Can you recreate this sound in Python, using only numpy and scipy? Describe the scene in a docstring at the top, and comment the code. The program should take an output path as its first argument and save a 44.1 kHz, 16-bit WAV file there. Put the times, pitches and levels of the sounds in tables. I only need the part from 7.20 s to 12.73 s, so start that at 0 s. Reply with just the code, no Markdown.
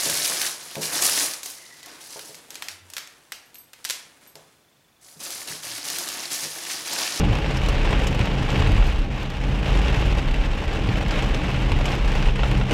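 """Hail drums on the roof and windscreen of a moving car, heard from inside.
Small stones patter densely and larger ones stand out, each a dull knock and a bright tick from a struck panel.
Spray hiss and road roar are shaped noise, coloured together with the hail by the cabin's resonances.
Wavering low tones make the cabin boom and a faint engine drone; decaying tones thump through the floor."""
import sys
import numpy as np
from scipy import signal
from scipy.fft import rfft, irfft
from scipy.io import wavfile
from scipy.ndimage import uniform_filter1d, minimum_filter1d

SR = 44100
rng = np.random.default_rng(int(sys.argv[2]) if len(sys.argv) > 2 else 0)


def makeup_ratio(level_db):
    """Linear amplitude ratio for a level in decibels (20 dB per factor of ten)."""
    decades = np.asarray(level_db, float) / 20
    return 10 ** decades


def unload_audio(sound):
    """Save the sound as a 16-bit wav file, at the path given as the first command line argument."""
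    columns = np.transpose(np.atleast_2d(sound))
    # keep every value between -1 and 1, then stretch to whole-number steps
    steps = np.round(np.clip(columns, -1, 1) * 32767)
    wavfile.write(sys.argv[1], SR, steps.astype(np.int16))


N = 243873

# level of the small hail as heard, dipping after some booms, also steering middling stones and spray:
# (time [s], level [dB])
PATTER = [(0.0, -32), (0.4, -33.5), (0.75, -29.5), (0.93, -34), (1.02, -30.5), (1.07, -32), (1.42, -30.5),
          (1.78, -36), (1.88, -42), (1.96, -35.5), (2.15, -37), (2.45, -34), (2.68, -30), (2.9, -33.5),
          (3.03, -35), (3.6, -33.5), (3.85, -34), (3.96, -30), (4.06, -33), (4.63, -32.5), (4.7, -32.5),
          (4.8, -34), (5.07, -31.5), (5.14, -38), (5.23, -32.5), (5.47, -37.5), (5.53, -28.5)]
# colour of struck glass and sheet metal heard inside: (frequency [Hz], density [dB per Hz])
PANEL = [(150, -34.5), (260, -5.5), (600, -6.5), (1400, -9.5), (2000, -9.5), (2800, -8), (3400, -12.5),
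         (4200, -20), (5500, -22.5), (7300, -28.5), (9800, -38), (11300, -43.5), (12700, -40.5),
         (15700, -56)]


def evened(x):
    """Scales to rms 1."""
    return x / np.sqrt(np.mean(x ** 2) + 1e-20)


def read(points, hz):
    """Reads a spectrum table with straight lines over log frequency."""
    f, value = np.transpose(points)
    return np.interp(np.log(hz + 1), np.log(f + 1), value)


def follow(rows):
    """Draws the columns of a time table as curves, one value per sample."""
    s, *columns = np.transpose(rows)
    return [np.interp(np.arange(N) / SR, s, c) for c in columns]


def drift(rate_hz):
    """Slow random movement of rms 1, fading out above rate_hz."""
    hz = np.fft.rfftfreq(N, 1 / SR)
    spectrum = rfft(rng.standard_normal(N)) / (1 + (hz / rate_hz) ** 4)
    return evened(irfft(spectrum, N))


def fuzzy_tone(hz, width_hz, steady):
    """A tone of about rms 1: a steady part plus a part that wavers like narrow noise."""
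    steady = np.clip(steady, 0, 1)
    waver = (drift(width_hz) + 1j * drift(width_hz)) / np.sqrt(2)
    cycles = np.cumsum(np.full(N, hz)) / SR + rng.random()
    envelope = steady + np.sqrt(1 - steady ** 2) * waver
    return np.sqrt(2) * (np.exp(2j * np.pi * cycles) * envelope).real


def causal(db, size):
    """Minimum-phase impulse response: the given colour with its energy as early as possible."""
    mirrored_db = np.r_[db, db[-2:0:-1]]
    log_gain = np.log(makeup_ratio(np.maximum(mirrored_db, -100)))
    return np.fft.ifft(np.exp(np.conj(signal.hilbert(log_gain)))).real[:size]


def patches(count, size):
    """Each spot on roof or glass gives a sharp crack and a dense short ring, split into knock and tick."""
    # how long panels and cabin ring: (frequency [Hz], typical time to fall 60 dB [s])
    ring_times = [(300, 0.052), (1000, 0.063), (3000, 0.063), (6000, 0.053), (14000, 0.059)]
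    split_hz = 5000
    hz = np.fft.rfftfreq(size, 1 / SR)
    # noise that dies away at its own pace in every band
    bins, t, z = signal.stft(rng.standard_normal((count, size)), SR, nperseg=128)
    spot_spread = makeup_ratio(1.3 * rng.standard_normal((count, 1, 1)))
    t60 = read(ring_times, bins)[:, None] * spot_spread
    decaying = z * makeup_ratio(-60 * t / t60) / np.sqrt(t60 * SR)
    rings = signal.istft(decaying, SR, nperseg=128)[1][:, :size]
    rings /= np.linalg.norm(rings, axis=1, keepdims=True)
    high_pass = signal.butter(3, split_hz, "high", fs=SR, output="sos")
    low_pass = signal.butter(3, split_hz, fs=SR, output="sos")
    knocks, ticks = [], []
    for ring in rings:
        # this spot's own colour and sparkle
        colour_db = 2.43 * evened(uniform_filter1d(rng.standard_normal(len(hz)), size=60))
        sparkle_db = 4.5 * rng.standard_normal() * (hz / 12000) ** 2
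        crack = causal(read(PANEL, hz) + colour_db + sparkle_db, size)
        tail = signal.fftconvolve(ring, crack)[:size]
        # the treble holds more of the direct crack
        ticks.append(signal.sosfilt(high_pass, makeup_ratio(-3.0) * crack + tail))
        knocks.append(signal.sosfilt(low_pass, makeup_ratio(-3.5) * crack + tail))
    return np.array(knocks), np.array(ticks)


def small_hail(knocks, ticks):
    """Dense random small stones in gusts; harder blows sound brighter."""
    stones_per_s, size_spread_db = 1500, 4.5
    gust = makeup_ratio(1.5 * drift(12))
    falls = rng.random(N) < stones_per_s / SR * gust / gust.mean()
    blow_db = size_spread_db * np.minimum(rng.exponential(1, N), 3.5) * falls
    sign = rng.choice([-1., 1.], N) * falls
    spot = rng.integers(0, len(knocks), N)
    out = np.zeros(N)
    for k, (knock, tick) in enumerate(zip(knocks, ticks)):
        here = sign * (spot == k)
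        out += signal.oaconvolve(here * makeup_ratio(blow_db), knock)[:N]
        # the tick grows faster than the knock
        out += signal.oaconvolve(here * makeup_ratio(1.24 * blow_db - 3.5), tick)[:N]
    return makeup_ratio(follow(PATTER)[0]) * evened(out)


def large_hail(knocks, ticks):
    """Single blows over the patter: mostly loud ones at set times, middling ones at random."""
    # single stones at set times, most of them loud:
    # (time [s], peak of the dull knock [dB], peak of the bright tick [dB])
    set_stones = [(0.1541, -17, -24), (0.2614, -15, -29), (0.3102, -20, -27), (0.3708, -33, -22),
                  (0.4621, -27, -23), (0.4864, -15, -20), (0.554, -17, -44), (0.7071, -21, -27),
                  (0.7286, -13, -30), (0.836, -19, -29), (0.8705, -19, -19), (0.9481, -21, -27),
                  (0.9924, -14, -26), (1.0132, -15, -38), (1.073, -14, -45), (1.304, -36, -21),
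                  (1.3185, -25, -33), (1.3942, -18, -28), (1.403, -25, -27), (1.4231, -16, -40),
                  (1.4632, -17, -40), (1.5681, -21, -35), (1.6247, -17, -44), (2.2038, -29, -41),
                  (2.4299, -19, -44), (2.5338, -29, -41), (2.5737, -39, -29), (2.5901, -22, -28),
                  (2.617, -20, -31), (2.6833, -15.5, -35), (2.8239, -17, -44), (2.9849, -20, -27),
                  (3.0856, -19, -33), (3.1426, -19, -31), (3.2379, -21, -43), (3.5584, -24, -31),
                  (3.6892, -14.5, -32), (3.7567, -19, -44), (3.8286, -28, -33), (3.909, -17, -22),
                  (3.9911, -17, -33), (4.0235, -20, -26), (4.146, -17, -22.5), (4.2934, -18.5, -40.5),
                  (4.519, -10.5, -25), (4.6556, -13.5, -22), (4.7194, -22, -23.5), (4.744, -18.5, -35),
                  (4.8778, -20.5, -29), (4.919, -19, -26.5), (4.9531, -17.5, -26), (5.026, -15, -26),
                  (5.0859, -13.5, -27), (5.1584, -20.5, -30), (5.1928, -15.5, -40), (5.2338, -12, -39.5),
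                  (5.3143, -13, -26), (5.3518, -18.5, -40), (5.4128, -15.5, -41), (5.5106, -12.5, -21.5)]
    middling_per_s, spread_db = 22, 4.5
    over_patter_db = [6.5, -11.5]  # middling knock and tick peaks
    at = np.flatnonzero(rng.random(N) < middling_per_s / SR)
    # knock and tick vary separately from stone to stone
    vary_db = spread_db * rng.uniform(-1.8, 1.7, (len(at), 2))
    peak_db = follow(PATTER)[0][at, None] + vary_db + over_patter_db
    stones = np.r_[set_stones, np.c_[at / SR, peak_db]]
    spots = rng.integers(0, len(knocks), len(stones))
    out = np.zeros(N + knocks.shape[1])
    for (s, knock_db, tick_db), spot in zip(stones, spots):
        knock = knocks[spot] / abs(knocks[spot]).max()
        tick = ticks[spot] / abs(ticks[spot]).max()
        hit = makeup_ratio(knock_db) * knock + makeup_ratio(tick_db) * tick
        out[round(s * SR):][:len(hit)] += hit
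    return out[:N]


def rain():
    """Fine rain and spray blur into a hiss through the same panels, duller at the top."""
    hz = np.fft.rfftfreq(N, 1 / SR)
    colour_db = read(PANEL, hz) - 4.3 * (hz / 8000) ** 2
    hiss = irfft(rfft(rng.standard_normal(N)) * makeup_ratio(colour_db), N)
    return makeup_ratio(follow(PATTER)[0] - 4.5) * evened(hiss)


def roar():
    """Low noise of tyres on a wet road: shaped noise on a moving level."""
    # road and spray level before a fixed lift: (time [s], level [dB])
    roar_level = [(0.0, -21.5), (0.21, -30.5), (1.35, -29.5), (1.43, -26.5), (1.79, -37), (1.82, -33),
                  (2.19, -37.5), (2.25, -30.5), (3.05, -31), (3.49, -34), (3.56, -30), (5.04, -30.5),
                  (5.24, -36.5), (5.33, -25), (5.48, -36), (5.53, -22.5)]
    # road and spray colour: (frequency [Hz], density [dB per Hz])
    roar_colour = [(11, -31), (18, -16.5), (38, -4.5), (54, -5), (91, -9), (128, -6), (231, -13.5),
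                   (301, -13), (372, -22.5), (438, -22.5), (659, -31), (790, -26.5), (900, -39),
                   (1170, -34), (1980, -120)]
    hz = np.fft.rfftfreq(N, 1 / SR)
    noise = irfft(rfft(rng.standard_normal(N)) * makeup_ratio(read(roar_colour, hz)), N)
    return makeup_ratio(follow(roar_level)[0] + 4.0) * evened(noise)


def cabin(x):
    """Lifts the air resonances of the closed cabin."""
    # cabin resonances: (frequency [Hz], width [Hz], lift [dB])
    resonances = [(442, 43, 3.5), (562, 41, 4.5), (815, 41, 5)]
    for hz, width_hz, db in resonances:
        peak = signal.lfilter(*signal.iirpeak(hz, hz / width_hz, SR), x)
        x = x + (makeup_ratio(db) - 1) * peak
    return x


def boom():
    """Two low cabin modes swell and waver as the body rides the road."""
    # cabin boom: (time [s], lower mode level [dB], upper mode level [dB])
    boom_levels = [(0.0, -26, -27.5), (0.44, -28.5, -20), (0.55, -20, -23.5), (1.2, -28.5, -28),
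                   (1.22, -29, -37), (1.62, -17.5, -14.5), (1.69, -14, -26), (1.79, -22, -16),
                   (1.86, -24, -39), (2.15, -37.5, -28), (2.71, -25, -17), (2.97, -30, -19),
                   (3.13, -10.5, -22.5), (3.25, -23, -13.5), (3.43, -29, -35), (3.7, -29.5, -22.5),
                   (4.0, -16.5, -33), (4.33, -33, -26), (4.59, -24, -18.5), (4.67, -28, -36),
                   (4.71, -28, -19), (5.01, -20, -29.5), (5.08, -20, -10.5), (5.16, -29, -47),
                   (5.24, -20.5, -14.5), (5.53, -28, -38)]
    low_db, high_db = follow(boom_levels)
    low = makeup_ratio(low_db) * fuzzy_tone(31.3, width_hz=7.8, steady=0.79)
    high = makeup_ratio(high_db) * fuzzy_tone(45.7, width_hz=8.4, steady=0.71)
    return low + high


def thumps():
    """The floor pan swells quickly and dies away at each tyre bump, over its own faint hum."""
    # tyre thumps through the floor: (time of the peak [s], level at the peak [dB], frequency [Hz])
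    bumps = [(0.03, -22, 179.6), (0.11, -18.5, 112), (1.0, -20.5, 109.4), (1.41, -16, 78.1),
             (1.48, -16, 92.4), (1.57, -22.5, 99.3), (1.69, -21, 69.2), (1.91, -26, 68.8), (2.29, -33, 100),
             (2.78, -23, 105), (2.86, -23, 88.6), (2.97, -25, 70), (3.43, -28, 76.5), (3.69, -22.5, 104.3),
             (3.88, -23.5, 68.4), (4.24, -26.5, 67.9), (4.52, -23.5, 95), (5.41, -25.5, 120.5)]
    rise_s, t60_s = 0.021, 0.29
    t = np.arange(N) / SR
    out = makeup_ratio(-33.5) * fuzzy_tone(70, width_hz=13.6, steady=0.08)
    for s, db, hz in bumps:
        rise = np.exp(-((t - s) / rise_s) ** 2)
        decay = makeup_ratio(-60 * np.maximum(t - s, 0) / t60_s)
        shape = np.where(t < s, rise, decay)
        tone = np.cos(2 * np.pi * (hz * t + rng.random()))
        out += np.sqrt(2) * makeup_ratio(db) * shape * tone
    return out


def engine_drone():
    """A nearly steady engine tone with a fainter, fuzzier upper order."""
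    # main engine tone: (time [s], level [dB])
    drone_level = [(0.0, -39), (0.03, -37), (1.43, -27), (1.56, -36.5), (2.83, -31.5), (3.53, -51),
                   (3.68, -28.5), (3.88, -35.5), (5.48, -26), (5.53, -41)]
    main = fuzzy_tone(129.6, width_hz=1.12, steady=0.98)
    upper = makeup_ratio(-8.5) * fuzzy_tone(193, width_hz=6.2, steady=0.23)
    return makeup_ratio(follow(drone_level)[0]) * (main + upper)


def scene():
    """Hail, spray and road pass through the cabin resonances; the low tones join them in one channel."""
    knocks, ticks = patches(count=40, size=4096)
    hail = small_hail(knocks, ticks) + large_hail(knocks, ticks)
    inside = cabin(hail + rain() + roar())
    return (inside + boom() + thumps() + engine_drone())[None]


def roll_off(x):
    """The treble ends steeply here."""
    return signal.sosfilt(signal.butter(12, 15730, fs=SR, output="sos"), x)


def record(dry):
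    """A limiter with smoothed gain holds the loudest peaks down towards 0.5."""
    top = -minimum_filter1d(-abs(dry), size=441)  # highest peak within a 10 ms window
    gain = uniform_filter1d(np.minimum(1, 0.5 / top), size=221)
    return roll_off(dry * gain)


dry = scene()
out = record(dry)
unload_audio(out)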